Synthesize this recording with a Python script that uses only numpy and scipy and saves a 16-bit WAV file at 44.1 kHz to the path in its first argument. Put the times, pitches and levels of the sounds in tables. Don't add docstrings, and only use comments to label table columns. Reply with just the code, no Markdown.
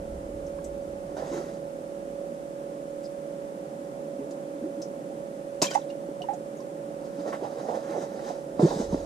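import sys
import numpy as np
from scipy import signal
from scipy.fft import rfft, irfft, next_fast_len
from scipy.io import wavfile
from scipy.ndimage import map_coordinates

SR = 44100
rng = np.random.default_rng(int(sys.argv[2]) if len(sys.argv) > 2 else 0)


def inscribe(sig):
    pcm = np.round(np.clip(np.atleast_2d(sig).T, -1, 1) * 32767)
    wavfile.write(sys.argv[1], SR, pcm.astype(np.int16))


N = 399105
T = np.arange(N) / SR
SIZE = next_fast_len(N + SR)
HZ = np.maximum(np.fft.rfftfreq(SIZE, 1 / SR), 1)


def amp(db):
    return 10 ** (np.asarray(db) / 20)


def rms_one(x):
    return x / np.sqrt(np.mean(x ** 2))


def at_hz(points, column=1):
    points = np.array(points)
    return np.interp(np.log(HZ), np.log(points[:, 0]), points[:, column])


def coloured(spectrum, source=None):
    source = rng.standard_normal(N) if source is None else source
    return rms_one(irfft(rfft(source, SIZE) * amp(at_hz(spectrum)), SIZE)[:N])


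def drift(rate):
    knots = rng.standard_normal(400)
    coarse_t = T[::32]
    return np.interp(T, coarse_t, map_coordinates(knots, [coarse_t * rate], order=3, mode="wrap"))


def harmonics(per_s, orders, waver_db, waver_per_s):
    turn = 2 * np.pi * np.cumsum(per_s) / SR
    out = np.zeros(N)
    for order, db in orders:
        level = np.sqrt(2) * amp(db + waver_db * drift(waver_per_s))
        out += level * np.sin(order * turn)
    return out


def swell(peak_s, db, rise, fall):
    t = T[::16]
    away = np.maximum((peak_s - t) / rise, (t - peak_s) / fall)
    return np.interp(T, t, amp(2 * db - 40 * away))


def band_noise(noise, low_hz, high_hz):
    return signal.sosfilt(signal.butter(2, [low_hz, high_hz], "band", fs=SR, output="sos"), noise)


def add(out, s, sound):
    i = round(s * SR)
    out[i:i + len(sound)] += sound[:N - i]


TENT_T60_S, BLEND_KNOTS_PER_S = .09, 20
# freq_hz, level_db, lead_rad, direct_share (share of the power in the left port, 0 to 1)
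PORTS = [(100, 0, 0, 1), (300, -1.2, -.22, 1), (450, -3.5, -.4, 1), (560, -8, -.45, 1), (700, -15, -.3, .9),
         (800, -15, 1.6, .88), (900, -11, 1.9, .9), (1200, -3, 2.0, .8), (2000, 0, 1.2, .5),
         (3000, -1, 0, .3), (6000, 2, 0, .2), (12000, 1, 0, .1)]


def ports(x):
    t = np.arange(SR // 4) / SR
    walls = rng.standard_normal((12, 2, len(t))) * amp(-60 * t / TENT_T60_S)
    walls /= np.sqrt(np.sum(walls ** 2, axis=2, keepdims=True))
    blend = np.array([amp(8 * drift(BLEND_KNOTS_PER_S)) for _ in walls])
    blend /= np.sqrt(np.sum(blend ** 2, axis=0))
    echoes = np.sum(rfft(x * blend, SIZE)[:, None] * rfft(walls, SIZE), axis=0)
    left = amp(at_hz(PORTS)) * np.exp(1j * at_hz(PORTS, column=2))
    left_share = at_hz(PORTS, column=3)
    share = np.array([left_share, (2 + left_share) / 3])
    heard = np.sqrt(share) * rfft(x, SIZE) + np.sqrt(1 - share) * echoes
    heard = heard * [left, np.ones_like(left)]
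    mean = np.sqrt(1 + abs(left) ** 2 + 2 * left.real * np.sqrt(share[0] * share[1])) / 2
    return irfft(heard / mean, SIZE)[:, :N]


HISS_MID_DB, HISS_SIDE_DB = -60, -50.5
# (dB per Hz, relative)
HISS_MID = [(590, -9), (1000, -6), (1180, -2), (1340, -2), (2120, -6.5), (3540, -9), (4000, -11.5),
            (8860, -9.5), (13100, -19), (14500, -32)]
# (dB per Hz, relative)
HISS_SIDE = [(100, -51), (140, 7.5), (300, 4.5), (600, -2), (750, 4.5), (985, 1.5), (1380, -4), (3080, -17),
             (3570, -21), (8720, -16), (12800, -26), (14500, -36)]


def hiss():
    common = amp(HISS_MID_DB) * coloured(HISS_MID)
    opposed = amp(HISS_SIDE_DB) * coloured(HISS_SIDE)
    return common + opposed * [[1], [-1]]


RUMBLE_START_DB, RUMBLE_FADE_DB_PER_S, RUMBLE_FLOOR_DB = -42, 12.5, -69.5
RUMBLE_BACK_S, RUMBLE_BACK_DB, RUMBLE_RISE_DB_PER_S = 8.88, -43.5, 70
RUMBLE_SIDE_DB = -25
# (dB per Hz, relative)
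RUMBLE_COLOUR = [(8, -30), (20, -11), (36, -8), (46, -2), (52, -4), (59, 0), (68, -7), (100, -10),
                 (125, -25), (300, -110)]


def rumble():
    settling = amp(RUMBLE_START_DB - RUMBLE_FADE_DB_PER_S * T) + amp(RUMBLE_FLOOR_DB)
    back = amp(RUMBLE_BACK_DB - RUMBLE_RISE_DB_PER_S * np.maximum(RUMBLE_BACK_S - T, 0))
    common = coloured(RUMBLE_COLOUR)
    opposed = amp(RUMBLE_SIDE_DB) * coloured(RUMBLE_COLOUR)
    return (settling + back) * (common + opposed * [[1], [-1]])


ROAR_DB = -42.5
# (dB per Hz, relative)
ROAR = [(90, -73), (120, -12.5), (142, 1), (260, 0.5), (300, 1.5), (400, -2.5), (500, -1.5), (620, -2),
        (700, -8), (850, -14.5), (1100, -23.5), (2000, -35.5), (4000, -79)]


def heater():
    return amp(ROAR_DB + 1.0 * drift(4.8)) * coloured(ROAR)


GROAN_S, GROAN_HALF_S = 8.643, .036
GROAN_SLIPS_PER_S, GROAN_DB, GROAN_FADE_DB = 330, -17, 18
GROAN_UNEVEN = 0.035
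# order, level_db (relative)
GROAN_ORDERS = [(1, 2), (2, -27)]


def groan():
    slack = np.minimum(((T - GROAN_S) / GROAN_HALF_S) ** 2, 6)
    per_s = GROAN_SLIPS_PER_S * (1 + slack) * (1 + GROAN_UNEVEN * drift(120.0))
    level = amp(GROAN_DB - GROAN_FADE_DB * slack)
    return level * harmonics(per_s, GROAN_ORDERS, waver_db=2.0, waver_per_s=110)


TICK_SKIRT_DB = -6.5
# start_s, level_db, pitch_hz, edge_ratio (band edges against the pitch), t60_s
TICKS = [(.465, -56, 6200, 1.15, .09), (0.642, -46, 7060, 1.24, 0.083), (3.031, -54, 6300, 1.25, .12),
         (3.043, -51, 4870, 1.1, 0.1), (4.309, -53.5, 5710, 1.3, .08), (4.818, -46, 5770, 1.14, 0.12),
         (5.815, -58, 3500, 1.1, .08), (5.892, -56, 3600, 1.5, .04), (5.902, -61, 4400, 1.3, .05),
         (6.218, -53, 4470, 1.26, .045), (6.335, -54.5, 6660, 1.2, .09), (6.57, -57, 6560, 1.1, .09),
         (6.602, -56, 5500, 1.2, 0.083)]


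def ticks():
    out, t = np.zeros(N), np.arange(SR // 4) / SR
    ragged_db = 2.5 * drift(150.0)
    for start_s, db, hz, ratio, t60 in TICKS:
        noise = rng.standard_normal(len(t))
        ring = rms_one(band_noise(noise, hz / ratio, hz * ratio))
        crack = rms_one(band_noise(noise, hz / 2, hz * 1.7))
        fall_db = -60 * t / t60
        level = amp(db + fall_db + ragged_db[round(start_s * SR):][:len(t)])
        add(out, start_s, level * (ring + amp(TICK_SKIRT_DB + 3 * fall_db) * crack))
    return out


SWISH_PATCH_DB, SWISH_PATCH_PER_S = 1.7, 22


def patchy(x):
    spectrum, centres = rfft(x, SIZE), np.geomspace(2000, 11000, 7)
    place = np.interp(np.log(HZ), np.log(centres), np.arange(7))
    out = np.zeros(N)
    for k in range(7):
        share = np.maximum(1 - abs(place - k), 0)
        out += amp(SWISH_PATCH_DB * drift(SWISH_PATCH_PER_S)) * irfft(spectrum * share, SIZE)[:N]
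    return rms_one(out)


SCRAPE_OVER_DB, THUD_OVER_DB = 14.5, 15
THUD_FOLLOWS = 0.23
# (dB per Hz, relative)
RUSTLE_THUD = [(110, -20), (150, -2.5), (330, 2.5), (480, 5), (700, -41), (1500, -54)]
RUSTLE_SCRAPE = [(400, -4), (600, 9), (850, 1), (1100, -10), (1500, -20.5), (3000, -59)]
RUSTLE_SCRATCH = [(600, -10), (850, 1.5), (1200, 2), (2000, -1), (2400, -11.5), (3200, -11), (4500, -29)]
RUSTLE_SWISH = [(1800, -16), (2700, -5), (3800, 4.5), (6500, 6.5), (8000, -1.5), (9500, -6.5), (14000, -20)]
# peak_s, swish_db, rise_s, fall_s (time for 20 dB),
# weight_db (boosts scrape and thud), scratch_db (boosts scratch)
RUSTLE = [(1.168, -54, 0.003, 0.089, 5.5, 6), (1.23, -59, 0.076, 0.14, 0, 6.5),
          (1.275, -60, .03, 0.067, 4, 0), (1.37, -51, 0.22, 0.16, -5, 2.5), (1.42, -59, 0.1, 0.14, -12, 6),
          (1.49, -64, .05, .06, -2, 5), (1.54, -61, 0.067, 0.044, -6, -3), (7.05, -64, 0.092, 0.25, 0, 0),
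          (7.21, -58.5, 0.1, .1, -1, 1), (7.283, -52.5, 0.055, 0.11, 1.5, 3.5),
          (7.328, -56.5, 0.0092, 0.041, 0, 17), (7.34, -59, 0.033, 0.064, 1, 4.5),
          (7.44, -58, 0.049, 0.075, 9, 8), (7.6, -58.5, 0.26, 0.3, 2, 4),
          (7.69, -63.5, 0.011, .08, 16.5, 10), (7.76, -55.5, 0.2, 0.087, 4, 1.5),
          (7.91, -56, 0.17, 0.094, -1, 6.5), (7.97, -59.5, 0.044, 0.12, 12.5, 5),
          (8.03, -54, 0.22, 0.1, -3.5, 1.5), (8.16, -63.5, 0.23, .15, 2, 5.5),
          (8.29, -54, 0.26, 0.17, -1, 0.5), (8.599, -49, .005, 0.056, 6, -7),
          (8.62, -45.5, 0.033, 0.36, -4.5, -3.5), (8.71, -50, 0.13, 0.25, -6, -16),
          (8.81, -47, 0.19, 0.09, -6, -4.5), (8.94, -51, 0.081, 0.13, -2, -5), (9.0, -63, .08, .06, -6, -7),
          (9.05, -59, .12, .1, -1, -2)]


def rustle():
    grains = rng.standard_normal((4, N)) * amp(1.8 * rng.exponential(1, (4, N)))
    thud = coloured(RUSTLE_THUD, grains[0])
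    scrape = coloured(RUSTLE_SCRAPE, grains[1])
    scratch = coloured(RUSTLE_SCRATCH, grains[2])
    swish = patchy(coloured(RUSTLE_SWISH, grains[3]))
    strokes = np.array([swell(*row[:4]) for row in RUSTLE])
    weight_db, scratch_db = np.array(RUSTLE)[:, 4:].T

    def envelope(boost_db):
        return np.sqrt(amp(2 * boost_db) @ strokes)

    catch_db = drift(45.0)
    out = amp(THUD_OVER_DB) * envelope(THUD_FOLLOWS * weight_db) * thud
    out += amp(SCRAPE_OVER_DB + 2.0 * drift(35.0)) * envelope(weight_db) * scrape
    out += amp(1.83 * catch_db) * envelope(scratch_db) * scratch
    out += amp(0.68 * catch_db) * envelope(0 * weight_db) * swish
    return out


KNOCK_T60_S, T60_PER_CONTACT = 0.022, 11.2
T60_PITCH_LAW = 0.063
# start_s, level_db, pitch_hz, contact_s (how slowly the blow builds)
KNOCKS = [(1.224, -21, 525, 0.00062), (1.313, -19, 310, 0.0022), (1.328, -19.5, 338, 0.0033),
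          (1.37, -23, 339, 0.0067), (4.188, -21.5, 274, 0.0072), (4.211, -25.5, 418, 0.0067),
          (4.275, -29, 287, 0.014), (4.31, -28.5, 328, 0.004), (4.37, -34, 280, 0.0065),
          (4.544, -27.5, 291, 0.0092), (4.62, -21, 241, 0.0051), (4.635, -19, 311, 0.0098),
          (4.65, -26, 366, 0.009), (4.668, -28, 286, 0.0039), (4.7, -26, 290, .005),
          (4.774, -22, 310, 0.0066), (5.622, -24, 190, 0.0026), (5.64, -26, 306, 0.0016),
          (6.088, -22.5, 303, 0.0015), (7.184, -21.5, 293, 0.0052), (7.261, -18.5, 530, 0.0011),
          (7.327, -26, 1094, 0.0022), (7.422, -21.5, 392, 0.0019), (7.568, -23, 474, 0.0033),
          (7.686, -18.5, 454, 0.00063), (7.773, -18, 550, 0.0012), (7.888, -21.5, 328, 0.0051),
          (7.962, -22, 467, 0.00097), (7.974, -19, 380, 0.0031), (8.302, -23, 706, 0.0037),
          (8.594, -10.5, 302, 0.00042), (8.595, -15.5, 685, 0.00099), (8.604, -17, 467, .002),
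          (8.625, -3.5, 166, 0.0052), (8.645, -8, 172, 0.0023), (8.705, -27.5, 950, 0.0044),
          (8.73, -21, 448, 0.013), (8.759, -16.5, 195, 0.0018), (8.797, -14.5, 227, 0.0015),
          (8.806, -24, 402, .002), (8.925, -28, 930, 0.0011), (8.927, -13.5, 200, 0.0008),
          (8.943, -25, 640, 0.0014), (8.944, -11.5, 284, 0.0003)]


def knocks():
    out, t = np.zeros(N), np.arange(SR // 3) / SR
    for start_s, db, hz, contact in KNOCKS:
        noise = rng.standard_normal(len(t))
        t60 = (KNOCK_T60_S + T60_PER_CONTACT * contact) * (350 / hz) ** T60_PITCH_LAW
        attack = 1 - np.exp(-t / contact)
        soft_db = -900 * contact
        second_hz = (1.4 + 0.194 * noise[0]) * hz
        third_hz = (2.0 + 0.43 * noise[1]) * hz
        ring = amp(-60 * t / t60) * np.sin(2 * np.pi * hz * t)
        ring += amp(soft_db - 13 - 120 * t / t60) * np.sin(2 * np.pi * second_hz * t)
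        ring += amp(2 * soft_db - 19 - 120 * t / t60) * np.sin(2 * np.pi * third_hz * t)
        puff = rms_one(signal.sosfilt(signal.butter(2, 1.3 * hz, fs=SR, output="sos"), noise))
        add(out, start_s, amp(db) * attack * (ring + amp(-20.0 - 70 * t / t60) * puff))
    return out


def droplets(per_s, cycles):
    sizes = (rng.random(N) < per_s / SR) * amp(4 * np.minimum(rng.exponential(1, N), 3))
    dealt, out = rng.integers(0, 40, N), np.zeros(N)
    for k, hz in enumerate(np.geomspace(1500, 7800, 40)):
        r, w = amp(-60 * hz / cycles / SR), 2 * np.pi * hz / SR
        hits = sizes * (dealt == k) + 1e-18
        out += signal.lfilter([hz * np.sin(w)], [1, -2 * r * np.cos(w), r * r], hits)
    return rms_one(out)


FINE_SPRAY_DB = -22
# (dB per Hz, relative)
SPLASH_COLOUR = [(88, -48), (150, -6.5), (450, -3), (578, 4.5), (866, -7), (1010, -4), (1400, -19),
                 (1900, -23), (2600, -24), (3600, -23), (5840, -10.5), (7500, -15), (8500, -40),
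                 (12000, -60)]
FINE_SPRAY = [(6000, -25), (8200, -7), (11000, -3), (13500, -4), (15000, -7)]
# peak_s, level_db, rise_s, fall_s (time for 20 dB),
# fine_db (extra level of the fine spray)
SPLASH = [(5.618, -26, .002, .02, -3), (5.622, -21, 0.004, 0.021, 2), (5.628, -26.5, 0.0054, 0.014, 0),
          (5.642, -30.5, 0.014, 0.029, 1), (5.66, -34.5, .02, 0.038, 1), (5.685, -49, .03, 0.038, 4),
          (5.716, -35, 0.021, 0.014, 0), (5.735, -40, 0.013, .03, -6), (5.75, -40, 0.033, 0.028, -3),
          (5.785, -55, .04, 0.09, -3)]


def splash():
    spray = amp(2.5 * drift(150.0)) * coloured(SPLASH_COLOUR)
    spray += amp(-2) * droplets(per_s=1000, cycles=24)
    bursts = np.array([swell(*row[:4]) for row in SPLASH])
    fine_db = FINE_SPRAY_DB + np.array(SPLASH)[:, 4]
    fine = np.sqrt(amp(2 * fine_db) @ bursts) * coloured(FINE_SPRAY)
    return np.sqrt(bursts.sum(axis=0)) * spray + fine


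BUBBLE_RISE_PER_S = 0.66
BUBBLE_WOBBLE_DB, BUBBLE_WOBBLE_TURNS = 3.0, .15
# start_s, level_db, pitch_hz, t60_s
BUBBLES = [(0.586, -34, 1130, 0.02), (0.589, -43, 1600, 0.02), (5.619, -44, 7450, .04),
           (5.62, -28, 5000, .035), (5.623, -8, 319, 0.036), (5.622, -11, 674, 0.026),
           (5.623, -22.5, 963, 0.086), (5.624, -26.5, 5820, 0.069), (5.641, -33, 6030, .03),
           (5.648, -36, 4250, .04), (5.655, -34, 6050, .035), (5.657, -38, 4200, .03),
           (5.667, -29.5, 3170, 0.035), (5.679, -32, 3500, .02), (5.707, -33, 3150, .02),
           (5.715, -35, 3150, .02), (5.679, -33, 2424, 0.075), (5.714, -37, 1490, 0.11),
           (5.736, -41, 6800, .02), (5.735, -36, 3000, .05), (5.743, -35, 5780, 0.028),
           (5.748, -31, 2030, 0.037), (5.751, -36.5, 6940, 0.027), (5.751, -8, 750, 0.016),
           (5.7555, -6, 825, 0.032), (5.775, -18, 872, 0.027), (5.901, -42.5, 2856, 0.056),
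           (6.207, -30, 710, 0.092), (6.219, -37.5, 2900, 0.051), (6.24, -34, 950, 0.055),
           (6.286, -19.5, 796, 0.11), (6.304, -28, 840, 0.13), (6.333, -27, 717, 0.081),
           (6.598, -44.5, 1050, 0.089)]


def bubbles():
    out, t = np.zeros(N), np.arange(SR // 4) / SR
    wobble = np.array([drift(170.0), drift(200.0)])
    for start_s, db, hz, t60 in BUBBLES:
        noise = rng.standard_normal(len(t))
        flutter = min(.1 + hz / 3500, 1) * wobble[:, round(start_s * SR):][:, :len(t)]
        turns = hz * t * (1 + BUBBLE_RISE_PER_S * t / 2) + BUBBLE_WOBBLE_TURNS * flutter[0]
        attack = 1 - np.exp(-hz * t / 2)
        tone = attack * amp(BUBBLE_WOBBLE_DB * flutter[1]) * np.sin(2 * np.pi * turns)
        spit = rms_one(band_noise(noise, hz * .8, min(hz * 2.2, 9000)))
        spit_gain = max(.7 * min(hz / 5000, 1) ** 2, .035)
        add(out, start_s, amp(db - 60 * t / t60) * (tone + spit_gain * spit))
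    return out


WHEEL_DB = -39.5
# time_s, rate_turns_per_s
WHEEL = [(0, 37.48), (5.5, 37.42), (7.1, 37.46), (7.5, 37.26), (9.05, 37.38)]
# order (multiple of the turn rate), level_db (against the loudest)
WHEEL_ORDERS = [(8, -11), (9, -13), (11, -17), (12, -24), (14, -8.5), (15, 0), (16, -23), (17, -25),
                (18, -25), (23, -27)]


def motor():
    time_s, turns_per_s = np.transpose(WHEEL)
    per_s = np.interp(T, time_s, turns_per_s)
    return amp(WHEEL_DB) * harmonics(per_s, WHEEL_ORDERS, waver_db=1.2, waver_per_s=7.3)


LOW_CUT_HZ = 120


def scene():
    air = heater() + groan() + ticks() + rustle() + knocks() + splash() + bubbles() + motor()
    air = signal.sosfilt(signal.butter(6, LOW_CUT_HZ, "high", fs=SR, output="sos"), air)
    return ports(air) + rumble()


TOP_STOP_HZ = 15600


def record(dry):
    top_cut = signal.cheby2(12, 70, TOP_STOP_HZ, fs=SR, output="sos")
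    return signal.sosfilt(top_cut, dry + hiss())


dry = scene()
out = record(dry)
inscribe(out)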